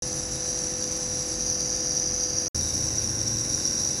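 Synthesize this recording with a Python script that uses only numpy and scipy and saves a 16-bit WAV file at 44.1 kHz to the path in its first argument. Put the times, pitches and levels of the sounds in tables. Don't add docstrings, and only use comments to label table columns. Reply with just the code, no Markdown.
import sys
import numpy as np
from scipy import signal
from scipy.fft import rfft, irfft, next_fast_len
from scipy.io import wavfile
from scipy.ndimage import uniform_filter1d, map_coordinates

SR = 44100
rng = np.random.default_rng(int(sys.argv[2]) if len(sys.argv) > 2 else 0)


def bounce(signal):
    frames = np.transpose(np.atleast_2d(signal))
    limited = np.clip(frames, -1, 1)
    pcm = np.round(limited * 32767).astype(np.int16)
    wavfile.write(sys.argv[1], SR, pcm)


N = 176400
T = np.arange(N) / SR
START_S, DROPOUT_S, NEAR_S = 0.02195, 2.482, 2.546
SHAFT_HZ, PUFF_TURNS = 45.53, .1
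TURN_MIDDLE_S, TURN_LENGTH_S = 1.39, 0.21
SPITS_PER_S, SPIT_SPREAD_DB, SPIT_DECAY_S = 520, 3.5, .0008
DROPS_PER_S, PING_RISE_S = 60, 0.0011
ROOM_T60_S, ROOM_DB = 0.13, -8
MIC_TOP_HZ = 12450

# frequency_hz, relative_db
RUMBLE_SPECTRUM = [(20, -27), (33, -27), (42, -1.5), (58, -0.5), (75, -1.5), (86, 4.5), (100, -9),
                   (133, 2.5), (155, -3), (190, -18), (300, -38), (600, -63)]
# time_s, level_db
RUMBLE_LEVELS = [(0.1, -41), (.8, -43), (1.6, -44.5), (2.45, -42.5), (2.7, -41.5), (3.3, -41.5), (4.0, -43)]
# time_s, pitch_hz, level_db
DRONE_PATH = [(2.55, 107.5, -49), (2.75, 109.8, -42), (2.9, 110, -40), (3.15, 110.6, -39.5),
              (3.35, 111.6, -34.5), (3.47, 113, -43), (4.0, 113.6, -58)]
# time_s, level_db
UNDERTONE_LEVELS = [(2.55, -39.5), (2.78, -42), (2.95, -44), (3.5, -58), (4.0, -62)]
# shaft_multiple, level_db
FAR_HARMONICS = [(1, -49.0), (2, -53.0), (3, -50.5), (4, -52.5), (5, -50.0), (6, -57.5), (7, -47.5),
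                 (8, -55.0), (9, -58.0), (10, -71.0), (11, -42.5), (12, -54.5), (13, -61.5), (14, -59.5),
                 (15, -56.5), (16, -69.0), (17, -57.0), (18, -59.0), (19, -69.0), (20, -70.0), (21, -69.0),
                 (22, -68.0), (23, -66.5), (24, -68.5), (25, -71.5), (26, -71.0), (27, -66.5), (28, -71.0),
                 (29, -64.0), (30, -75.5), (31, -69.0), (32, -73.0), (33, -70.5), (34, -73.0), (35, -69.0),
                 (37, -66.5), (38, -61.5), (39, -62.0), (40, -76.5)]
NEAR_HARMONICS = [(1, -58.5), (2, -53.0), (3, -48.0), (4, -56.5), (5, -48.0), (6, -52.0), (7, -47.5),
                  (8, -54.0), (9, -55.5), (11, -48.5), (12, -52.5), (13, -63.0), (14, -60.0), (15, -63.5),
                  (16, -62.5), (17, -63.5), (18, -57.5), (19, -71.5), (20, -70.0), (21, -71.0), (22, -68.0),
                  (23, -59.5), (24, -69.5), (25, -64.0), (26, -71.5)]
# start_turns, relative_db
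VALVE_PUFFS = [(0.201, -9.5), (0.399, -4), (0.681, -10), (0.919, -4)]
# frequency_hz, relative_db
FAR_AIR_SPECTRUM = [(90, -27), (180, -2), (250, -3), (330, 1.5), (440, -11.5), (560, -8), (780, -11),
                    (950, -13), (1250, -15), (1600, -14), (2700, -16), (3300, -20.5), (4400, -43)]
NEAR_AIR_SPECTRUM = [(90, -20.5), (180, 1), (250, -3), (330, -2.5), (440, -10), (560, -10), (780, -14),
                     (950, -17.5), (1250, -19), (1550, -13.5), (2000, -18), (2700, -19), (3300, -27.5),
                     (4400, -46)]
# time_s, level_db
JET_LEVELS = [(0.05, -30.5), (.3, -32), (.5, -30.5), (.75, -31), (1.1, -30.5), (1.5, -28), (2.45, -28),
              (2.56, -27), (2.9, -28.5), (3.3, -29), (3.55, -28), (4.0, -27.8)]
# frequency_hz, relative_db
FIRST_JET_SPECTRUM = [(2000, -60), (3400, -35.5), (3560, -25.5), (3980, -19.0), (4340, -23.0),
                      (4680, -12.5), (5430, -13.0), (5700, 0.0), (6090, -2.5), (6260, -10.5), (6370, -7.0),
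                      (6660, -14.0), (6850, -19.0), (7810, -17.0), (7910, -20.5), (8100, -42.0),
                      (8940, -26.0), (9290, -28.0), (9580, -13.5), (9650, -12.5), (9830, -18.0),
                      (10520, -17.5), (11080, -33.0), (11460, -35.5), (11740, -27.5), (12250, -39.5),
                      (12600, -55)]
TURNED_JET_SPECTRUM = [(2000, -60), (3400, -38.5), (3990, -23.0), (4350, -30.0), (4720, -10.0),
                       (5050, -14.0), (5470, -13.0), (5610, -4.0), (5840, 0.0), (6070, -5.5), (6290, -6.0),
                       (6490, -13.5), (7210, -24.5), (7340, -42.0), (7490, -41.5), (7770, -27.0),
                       (8130, -37.0), (8940, -27.0), (9190, -36.5), (9590, -23.0), (9980, -29.0),
                       (10480, -22.0), (10980, -28.5), (11210, -42.0), (11790, -32.0), (12250, -42.0),
                       (12600, -55)]
NEAR_JET_SPECTRUM = [(2000, -60), (3400, -40.5), (3600, -27.0), (3980, -20.5), (4190, -29.0), (4510, -26.0),
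                     (4740, -14.5), (5050, -21.0), (5300, -13.5), (5710, 0.0), (6030, -6.5), (6230, -13.5),
                     (6420, -14.0), (7280, -28.5), (7820, -19.5), (8070, -42.0), (8300, -42.0),
                     (8810, -28.0), (9190, -30.5), (9560, -18.0), (9910, -26.5), (10160, -21.0),
                     (10880, -25.5), (11310, -40.5), (11690, -29.0), (12250, -39.0), (12600, -55)]
# pitch_hz, relative_db
CUP_RESONANCES = [(4790, -15), (5770, 1), (9620, -21)]
# start_s, relative_db
LOUD_SPITS = [(0.6694, -23), (0.824, -19.5), (1.407, -17), (1.9753, -17), (2.384, -14), (2.5488, -18.5),
              (2.5935, -20), (2.9826, -15), (2.9941, -17), (3.02, -18), (3.1906, -19), (3.278, -14),
              (3.4994, -17.5), (3.6523, -15.5), (3.6748, -20), (3.8492, -15), (3.8741, -17),
              (3.9447, -16.5)]


def amp(db):
    return 10 ** (np.asarray(db) / 20)


def unit(x):
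    return x / np.sqrt(np.mean(x ** 2) + 1e-20)


def wobble(knots_per_s):
    return map_coordinates(rng.standard_normal(1024), [T * knots_per_s], mode="wrap")


def level(rows):
    return amp(np.interp(T, *np.transpose(rows)))


def coloured(x, spectrum):
    size = 2 * next_fast_len(N)
    hz, db = np.transpose(spectrum)
    gain = amp(np.interp(np.log(np.fft.rfftfreq(size, 1 / SR) + 1), np.log(hz + 1), db))
    cepstrum = irfft(np.log(np.maximum(gain, 1e-6)))
    cepstrum[1:size // 2] *= 2
    cepstrum[size // 2 + 1:] = 0
    return unit(irfft(rfft(x, size) * np.exp(rfft(cepstrum)))[:N])


def room_rumble():
    return level(RUMBLE_LEVELS) * coloured(rng.standard_normal(N), RUMBLE_SPECTRUM)


def drone():
    time_s, pitch_hz, level_db = np.transpose(DRONE_PATH)
    phase = 2 * np.pi * np.cumsum(np.interp(T, time_s, pitch_hz)) / SR
    upper = amp(np.interp(T, time_s, level_db)) * np.sin(phase)
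    lower = level(UNDERTONE_LEVELS) * np.sin(.735 * phase + .5 * wobble(8))
    return np.sqrt(2) * (T > NEAR_S) * (upper + lower)


def room(x, positions=20):
    t = T[:SR // 4]
    tails = rng.standard_normal((positions, len(t))) * amp(-60 * t / ROOM_T60_S)
    wet = np.zeros(N + len(t))
    for span, tail in zip(np.array_split(np.arange(N), positions), tails):
        echo = signal.fftconvolve(x[span], tail / np.linalg.norm(tail))
        wet[span[0]:span[0] + len(echo)] += echo
    return x + amp(ROOM_DB) * wet[:N]


def compressor(harmonics, air_spectrum, air_db):
    turns = np.cumsum(SHAFT_HZ * (1 + .0007 * wobble(6))) / SR
    hum = np.zeros(N)
    for multiple, db in harmonics:
        fluttering_gain = amp(db + .7 * wobble(6.99))
        hum += fluttering_gain * np.sin(2 * np.pi * (multiple * turns + rng.random()))
    puffs = unit(sum(amp(db) * np.exp(-((turns - start) % 1) / PUFF_TURNS) for start, db in VALVE_PUFFS))
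    air = (2.2 + puffs) * rng.standard_normal(N)
    return np.sqrt(2) * hum + amp(air_db) * coloured(air, air_spectrum)


def cup_pings():
    drop_s = rng.random(round(DROPS_PER_S * T[-1])) * T[-1]
    drop_db = np.interp(drop_s, *np.transpose(JET_LEVELS)) - .5
    ticks = [(start_s, db - 2) for start_s, db in LOUD_SPITS]
    t = T[:SR // 50]
    envelope = t / PING_RISE_S * np.exp(1 - t / PING_RISE_S)
    pings = np.zeros(N + len(t))
    for start_s, db in ticks + list(zip(drop_s, drop_db)):
        detune = 1 + .009 * rng.standard_normal()
        ring = sum(amp(mode_db) * np.sin(2 * np.pi * hz * detune * t) for hz, mode_db in CUP_RESONANCES)
        pings[round(start_s * SR):][:len(t)] += amp(db) * envelope * ring
    return room(pings[:N])


def jet():
    onsets = rng.random(N) < SPITS_PER_S / SR
    spits = onsets * amp(SPIT_SPREAD_DB * np.minimum(rng.standard_normal(N), 2))
    burst_power = signal.lfilter([1], [1, -np.exp(-1 / (SR * SPIT_DECAY_S))], spits ** 2)
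    spray = amp(-5) * unit(np.sqrt(np.abs(burst_power)) * rng.standard_normal(N))
    snaps = amp(-8.5) * unit(spits * rng.choice([-1, 1], N))
    steady_air = .8 * rng.standard_normal(N)
    hiss = room(steady_air + spray + snaps)
    turned = np.clip((T - TURN_MIDDLE_S) / TURN_LENGTH_S + .5, 0, 1)
    far = (1 - turned) * coloured(hiss, FIRST_JET_SPECTRUM) + turned * coloured(hiss, TURNED_JET_SPECTRUM)
    near = coloured(hiss, NEAR_JET_SPECTRUM)
    flow = level(JET_LEVELS) * amp(.53 * wobble(24.73))
    return flow * np.where(T < NEAR_S, far, near)


def scene():
    far = compressor(FAR_HARMONICS, FAR_AIR_SPECTRUM, air_db=-43.5)
    near = compressor(NEAR_HARMONICS, NEAR_AIR_SPECTRUM, air_db=-41)
    pump = np.where(T < NEAR_S, far, near)
    return (room_rumble() + drone() + pump + cup_pings() + jet())[None]


def record(dry):
    sounding = ((T > START_S) & (T < DROPOUT_S)) | (T > NEAR_S)
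    gate = uniform_filter1d(sounding.astype(float), size=64)
    passband = np.fft.rfftfreq(2 * N, 1 / SR) < MIC_TOP_HZ
    return irfft(rfft(dry * gate, 2 * N) * passband)[:, :N]


dry = scene()
out = record(dry)
bounce(out)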